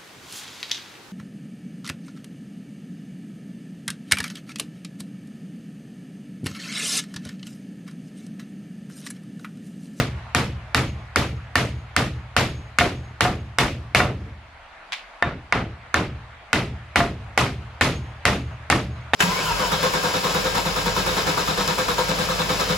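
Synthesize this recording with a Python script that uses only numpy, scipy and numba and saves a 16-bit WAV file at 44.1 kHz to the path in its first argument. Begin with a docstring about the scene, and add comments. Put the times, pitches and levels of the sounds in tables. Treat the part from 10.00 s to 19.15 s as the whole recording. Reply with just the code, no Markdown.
"""A hammer drives nails into a strip on a plank wall inside an empty wooden house.
Steady blows come first: noise for the crack and the room, fading sine waves for strip, planks and steel head.
The hammer then bumps softly to rest, touches the steel, and strikes a fresh, loose nail that soon grips.
Some blows bounce and land again. Filtered noise makes a rush like running water outdoors all along.
An automatic gain control turns the sound down while it is loud."""
import sys
import numpy as np
from scipy import signal
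from scipy.fft import rfft, irfft, next_fast_len
from scipy.io import wavfile
from scipy.ndimage import uniform_filter1d, map_coordinates
from numba import njit

SR = 44100
rng = np.random.default_rng(int(sys.argv[2]) if len(sys.argv) > 2 else 0)


def to_wav(sig):
    """Store sig (one row per channel, or 1-D mono) as 16-bit WAV at the path in sys.argv[1].

    Samples outside -1..1 are clipped; the rate is SR.
    """
    pcm = np.clip(np.atleast_2d(sig), -1, 1) * 32767
    pcm = np.round(pcm).astype(np.int16)
    wavfile.write(sys.argv[1], SR, pcm.T)  # frames by channels


N = 403515  # length in samples

# Swung blows. Each row: start in seconds, crack of steel on the nail in dB, answer of the wood in dB,
# ring of the hammer head in dB.
SWUNG_BLOWS = [(-0.055, -.5, -1.5, -49), (0.348, 0, -3.5, -45), (0.746, 0, -2.5, -30),
               (1.159, 0.5, -3, -35), (1.555, -1, -2, -31), (1.964, 0, -3, -37), (2.365, 1.5, 1.5, -23.5),
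               (2.786, 5, 2.5, -22.5), (3.207, 1, -0.5, -33.5), (3.585, -0.5, 1.5, -57),
               (3.948, 2, 4.5, -43), (5.224, -5, -9.5, -60), (5.524, -3, -4.5, -55), (5.942, 1, -3, -55),
               (6.53, -2, -2.5, -50), (6.958, -2, 2.5, -39), (7.376, -1, 1.5, -41), (7.81, -7, 2.5, -24),
               (8.253, 0.5, 1.5, -29), (8.7, 1.5, 1, -26), (9.134, -20.5, 3.5, -35)]
# The head bounces and lands again. Each row: start in seconds, crack in dB, answer of the wood in dB.
SECOND_LANDINGS = [(2.809, -5, -5), (3.251, -8, -8.5), (4.002, 11, -1.5), (7.003, 2, -8.5),
                   (8.279, -1, -10), (8.725, 0, -7)]
# Light touches of the steel as the next nail is set. Each row: start in seconds, level in dB,
# time to the peak in seconds.
STEEL_TOUCHES = [(4.921, -23.5, 0.0014), (4.926, -23.5, 0.0055)]
# Soft bumps on the wall as the hammer comes to rest. Each row: start in seconds, level in dB.
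SOFT_BUMPS = [(4.13, -28), (4.255, -35)]
# Tone colour of the crack. Each row: frequency in Hz, relative level per Hz in dB.
CRACK_COLOUR = [(180, -32), (300, -8), (772, -46), (1470, 5), (2740, 8.5), (3160, -58), (3830, 3),
                (10900, -11), (13800, -23)]
# Ways the nailed strip vibrates. Each row: central frequency in Hz, central level in dB,
# time to fall 60 dB in seconds.
STRIP_MODES = [(585, -8.5, 0.047), (713, -8, 0.17), (753, -21, 0.091), (812, 2, 0.032), (1023, -5.5, 0.092),
               (1140, -6.5, 0.14), (1228, 3.5, 0.037), (1406, -3, 0.1), (1427, -9.5, 0.16), (1798, 9, 0.06),
               (1990, 4, 0.097), (2174, 10, 0.033), (2777, -6, 0.13), (3060, -8, 0.084), (3634, -10, 0.053),
               (3660, -9.5, 0.2)]
# Low vibrations of wall and room. Each row: frequency in Hz, central level in dB,
# time to fall 60 dB in seconds, first swing of the boards as 1 or -1.
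PLANK_MODES = [(59.7, -18, 1.15, 1), (73, -9, .75, 1), (78, -17, 1.05, 1), (89, -16, .78, -1),
               (95.9, -2, .25, -1), (108.3, -12, .8, -1), (120.8, -9, .75, 1), (128.8, -2, .45, -1),
               (145.2, -13, .6, -1), (171.3, -18, .45, 1), (188.2, -16, .5, -1), (205.5, -12, .5, -1),
               (231.4, -10, .28, 1), (251.5, -4, .22, 1), (275.1, -16, .32, -1), (289.8, -14, .3, 1)]
# Higher vibrations of single boards. Each row: frequency in Hz, central level in dB,
# time to fall 60 dB in seconds.
BOARD_MODES = [(155, -29, 1), (322.6, -9, 0.35), (441, -29, 0.6), (449, -3.5, 0.19), (527, -38, 0.3),
               (554, -16, 0.33)]
# Tone colour of the room's answer. Each row: frequency in Hz, relative level per Hz in dB.
ROOM_COLOUR = [(150, -2), (280, -4.5), (490, -6), (700, -2.5), (1000, 1), (1270, 4), (1560, -1.5),
               (2200, -4.5), (2760, -9), (5000, -16.5), (8000, -25.5), (12100, -30.5), (13100, -41)]
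# How the near room dies. Each row: frequency in Hz, time to fall 60 dB in seconds,
# time constant of filling in seconds.
ROOM_DECAY = [(258, 0.3053, 0.038), (1050, 0.1757, 0.047), (2710, 0.2646, 0.0014), (6540, 0.2352, 0.011),
              (12700, 0.22, 0.012)]
# Stereo width of the hammer's noises and room. Each row: frequency in Hz, side minus middle in dB.
HAMMER_WIDTH = [(60, -52.5), (110, -61), (200, -85), (360, -22.5), (660, -13), (1210, -7), (2210, -6.5),
                (4020, -3), (7330, -0.5), (13400, -5)]
# Tone colour of a steel touch. Each row: frequency in Hz, relative level per Hz in dB.
TOUCH_COLOUR = [(350, -42), (600, -14), (1400, -6.5), (1750, -6), (2260, -1.5), (4190, -9.5), (13000, -39)]
# Tone colour of the outdoor rush. Each row: frequency in Hz, relative level per Hz in dB.
RUSH_COLOUR = [(15, 3), (40, -49), (75, -47.5), (150, -8.5), (400, -11.5), (662, 2.5), (885, 1),
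               (1150, 0.5), (2170, -3), (2700, -8), (4440, -18), (5200, -24.5), (10900, -37), (13000, -46)]
# Stereo width of the rush. Each row: frequency in Hz, side minus middle in dB.
RUSH_WIDTH = [(60, 15.5), (110, -25), (200, -28), (360, -1.5), (660, -14), (1210, -4), (2210, -4.5),
              (4020, -1.5), (7330, 2), (13400, -4)]
# Loudness of the rush over time. Each row: time in seconds, level in dB.
RUSH_LOUDNESS = [(0.0, -40.5), (0.53, -43), (4.3, -47), (5.09, -42), (5.43, -44.5), (8.2, -43),
                 (9.15, -41.5)]
# Air stirring at the microphone. Each row: frequency in Hz, relative level per Hz in dB.
RUMBLE_COLOUR = [(10, -18), (30, 0), (50, 0), (80, -23)]

HEAD_HZ, HEAD_T60 = 6562, 0.41  # ring of the steel head: Hz, seconds to fall 60 dB
HEAD_WAVER_DB, HEAD_WAVER_S = 5, 0.0202  # the ring flutters in the hand: depth, spacing of random points
KNOCK_DB, BOOM_DB = -14.5, -8  # strip against the wood's answer; boom of a full blow on a firm, lower nail
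BODY_DB, BRIGHT_DB = 6.5, 1.12  # firm full blow: dB per octave under and over 1.5 kHz
NEW_NAIL_S, GRIP_S = 5.224, 0.71  # first blow on the fresh nail; time constant with which it grips
LOOSE_KNOCK_DB, LOOSE_BOOM_DB = 13, -15.5  # what a wholly loose nail adds
LOOSE_BODY_DB, LOOSE_BRIGHT_DB = -1.5, -8  # the same for colour, dB per octave
UPPER_BOOM_DB = 1.5  # the fresh nail sits higher, where the wall swings more freely
REBOUND_BODY_DB, REBOUND_BRIGHT_DB = 9, -7.5  # dB per octave
REBOUND_KNOCK_DB, REBOUND_BOOM_DB = -2, -8  # against the wood's answer
TOP_HZ = 14000  # nothing is left from here up


def hammer():
    """All blows, second landings, steel touches and soft bumps, each set in its place in time."""
    t = np.arange(SR) / SR
    events = [(start, full_blow(start, *levels)) for start, *levels in SWUNG_BLOWS]
    events += [(start, rebound(*levels)) for start, *levels in SECOND_LANDINGS]
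    events += [(start, touch(*settings)) for start, *settings in STEEL_TOUCHES]
    events += [(start, amp(db) * np.tile(planks(t), reps=(2, 1))) for start, db in SOFT_BUMPS]
    return place(events)


def full_blow(start, crack_db, wood_db, ring_db):
    """A swung blow; on a loose nail the strip rattles, the wall booms less and the sound is dull."""
    upper = start > NEW_NAIL_S - .1
    loose = np.exp(-(start - NEW_NAIL_S) / GRIP_S) * upper  # 1 is loose, 0 is firm
    knock_db = wood_db + KNOCK_DB + loose * LOOSE_KNOCK_DB
    boom_db = BOOM_DB + upper * UPPER_BOOM_DB + loose * LOOSE_BOOM_DB
    body_db = BODY_DB + loose * LOOSE_BODY_DB
    bright_db = BRIGHT_DB + loose * LOOSE_BRIGHT_DB
    return blow(crack_db, knock_db, boom_db, wood_db, body_db, bright_db) + head(ring_db)


def rebound(crack_db, wood_db):
    """A second landing, dull and woody: the treble is weak and the low tones are strong."""
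    knock_db, boom_db = wood_db + REBOUND_KNOCK_DB, wood_db + REBOUND_BOOM_DB
    return blow(crack_db, knock_db, boom_db, wood_db, REBOUND_BODY_DB, REBOUND_BRIGHT_DB)


def blow(crack_db, knock_db, boom_db, room_db, body_db, bright_db):
    """Crack of steel on the nail, knock of the strip, boom of the wall and answer of the room."""
    t = np.arange(SR) / SR
    crack = amp(crack_db - 60 * t / .012) * noise(SR, CRACK_COLOUR, HAMMER_WIDTH, body_db, bright_db)
    knock = amp(knock_db) * strip(t, body_db, bright_db)
    boom = amp(boom_db) * planks(t)
    room_noise = noise(SR, ROOM_COLOUR, HAMMER_WIDTH, body_db, bright_db)
    room = amp(room_db) * fading(room_noise, far_db=-37.0)
    contact = 1 - np.exp(-(t / .001) ** 3)  # the sound sets in over about a millisecond
    # the push itself, a few quick swings
    push_shape = np.exp(-((t - .0014) / 0.0011) ** 2)
    push = amp(crack_db - 3.0) * push_shape * np.sin(2 * np.pi * 1400 * t)
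    return push + contact * (crack + knock + room + boom)


def strip(t, body_db, bright_db):
    """The strip vibrates at many pitches that die away, a little different at each blow."""
    hz, db, t60 = np.transpose(STRIP_MODES)[:, :, None]
    detune, scatter = rng.standard_normal((2, len(hz), 1))
    level = amp(db + lean(hz, body_db, bright_db) + 3.5 * scatter - 60 * t / t60)
    return (level * np.sin(2 * np.pi * hz * (1 + 0.0183 * detune) * t)).sum(0)


def planks(t):
    """The planks first swing the same way at every blow, so the boom beats in much the same pattern."""
    boards = [(*mode, (-1) ** k) for k, mode in enumerate(BOARD_MODES)]  # swings alternate
    hz, db, t60, swing = np.transpose(list(PLANK_MODES) + boards)[:, :, None]
    scatter_db = .8 * rng.standard_normal(hz.shape)
    level = swing * amp(db + scatter_db - 60 * t / t60)
    late = np.maximum(t - .002, 0)  # the swing starts 2 ms after the blow
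    rise = 1 - np.exp(-t / .016)
    return (level * np.sin(2 * np.pi * hz * late)).sum(0) * rise


def head(ring_db):
    """The steel head rings; two close modes beat, so the ring swells late, and it flutters."""
    t = np.arange(SR) / SR
    waver = map_coordinates(rng.standard_normal(200), [t / HEAD_WAVER_S])
    level = amp(ring_db - 60 * t / HEAD_T60 + HEAD_WAVER_DB * waver)
    beat = np.sin(np.pi * 1.8 * t)  # modes 1.8 Hz apart
    return level * beat * np.sin(2 * np.pi * HEAD_HZ * t)


def touch(db, peak_s):
    """A thin, bright scrape that swells and fades, and its echo in the room."""
    u = np.arange(SR) / SR / peak_s
    scrape = u * np.exp(1 - u) * noise(SR, TOUCH_COLOUR, HAMMER_WIDTH)
    echo = amp(-11.5) * fading(noise(SR, TOUCH_COLOUR, HAMMER_WIDTH), far_db=-45)
    return amp(db) * (scrape + echo)


def fading(x, far_db):
    """Each pitch fills the room and dies in lumps, ever faster; the rest of the house answers weak and long."""
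    hz, t, z = signal.stft(x, SR, nperseg=256)
    t60 = along(ROOM_DECAY, hz)[:, None]
    fill = along(ROOM_DECAY, hz, column=2)[:, None]
    lumps = smooth_field(z.shape[1:], hz_bins=8, frames=2)
    near = amp(-60 * (t / t60) ** 1.4)
    far = amp(far_db - 60 * t / (4.3 * t60))
    shape = (1 - np.exp(-t / fill)) * (near + far)
    return signal.istft(z * shape * amp(1.6 * lumps), SR, nperseg=256)[1][:, :x.shape[1]]


def rush():
    """A slightly patchy rush from outdoors: coloured noise whose pitches waver in strength."""
    z = signal.stft(noise(N, RUSH_COLOUR, RUSH_WIDTH), nperseg=512)[2]
    patches = smooth_field(z.shape[1:], hz_bins=6, frames=10)
    patchy = signal.istft(z * amp(1.5 * patches), nperseg=512)[1][:, :N]
    seconds, db = np.transpose(RUSH_LOUDNESS)
    return amp(np.interp(np.arange(N) / SR, seconds, db)) * unit(patchy)


def rumble():
    """Faint low noise of air stirring at the microphone, almost the same on both sides."""
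    return amp(-60.5) * noise(N, [*RUMBLE_COLOUR, (200, -90)], [(30, -69)])


def amp(db):
    """Turns a level in dB into a multiplying factor."""
    return 10 ** (np.asarray(db) / 20)


def unit(x):
    """Scales a sound to an average strength (rms) of 1."""
    return x / np.sqrt(np.mean(x ** 2) + 1e-20)


def along(points, hz, column=1):
    """Reads one column of a table between its frequencies, on a logarithmic scale."""
    table = np.transpose(points)
    return np.interp(np.log(hz + 1), np.log(table[0] + 1), table[int(column)])


def lean(hz, body_db, bright_db):
    """Colour of one blow in dB: a slope below 1.5 kHz and a slope above."""
    octaves = np.log2(np.clip(hz, 600, 14000) / 1500)
    return np.where(octaves < 0, -body_db, bright_db) * octaves


def filtered(x, response):
    """Strengthens or weakens each frequency of x by the given response."""
    m = next_fast_len(x.shape[-1] + 8192)
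    spectrum = rfft(x, m) * response(np.fft.rfftfreq(m, 1 / SR))
    return irfft(spectrum, m)[..., :x.shape[-1]]


def noise(size, spectrum, width, body_db=0, bright_db=0):
    """Coloured stereo noise of rms 1: a shared middle plus a side that is opposite in the two ears."""
    def response(hz):
        colour = amp(along(spectrum, hz) + lean(hz, body_db, bright_db))
        return colour * [np.ones_like(hz), amp(along(width, hz))]
    mid, side = filtered(rng.standard_normal((2, size)), response)
    return unit(np.array([mid + side, mid - side]))


def smooth_field(shape, hz_bins, frames):
    """Random lumps over frequency and time, smoothed both ways and scaled to rms 1."""
    over_hz = uniform_filter1d(rng.standard_normal(shape), size=hz_bins, axis=0)
    return unit(uniform_filter1d(over_hz, size=frames, axis=1))


def place(events):
    """Adds up one-second stereo sounds at their starts; one may start before time zero."""
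    out = np.zeros((2, N + 2 * SR))  # a spare second at each end
    for start, sound in events:
        first = round(start * SR) + SR
        out[:, first:first + SR] += sound
    return out[:, SR:N + SR]


def scene():
    """The hammer indoors and the rush from outdoors."""
    return hammer() + rush()


@njit
def follow(level, rise, fall):
    """Follows the peaks: climbs fast and sinks slowly."""
    out, now = np.empty_like(level), 0.
    for i in range(len(level)):
        now += (level[i] - now) * (rise if level[i] > now else fall)
        out[i] = now
    return out


def gain_control(x, knee_db=-21, slope=0.6, attack=.0025, release=0.059):
    """Turns both channels down together above the knee; the first milliseconds of a blow slip through."""
    level = follow(np.abs(x).max(0), 1 / (attack * SR), 1 / (release * SR))  # attack and release in seconds
    return x * np.maximum(level / amp(knee_db), 1) ** -np.clip(slope, 0, 1)


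def bass_cut(hz):
    """Weakens the deep tones below about 48 Hz."""
    return (1j * hz) ** 2 / ((1j * hz) ** 2 + 1.4j * hz * 48 + 48 ** 2)


def band_limit(hz):
    """Lowers the top treble by 14 dB from 13 to 13.3 kHz and removes everything from TOP_HZ up."""
    return amp(np.interp(hz, [13000, 13300], [0, -14])) * (hz < TOP_HZ)


def record(dry):
    """Gain control, soft rounding of the peaks, a bass cut, faint rumble and the band limit."""
    ducked = gain_control(dry)
    clipped = ducked / (1 + np.abs(ducked / .95) ** 4) ** .25
    return filtered(filtered(clipped, bass_cut) + rumble(), band_limit)


dry = scene()
out = record(dry)
to_wav(out)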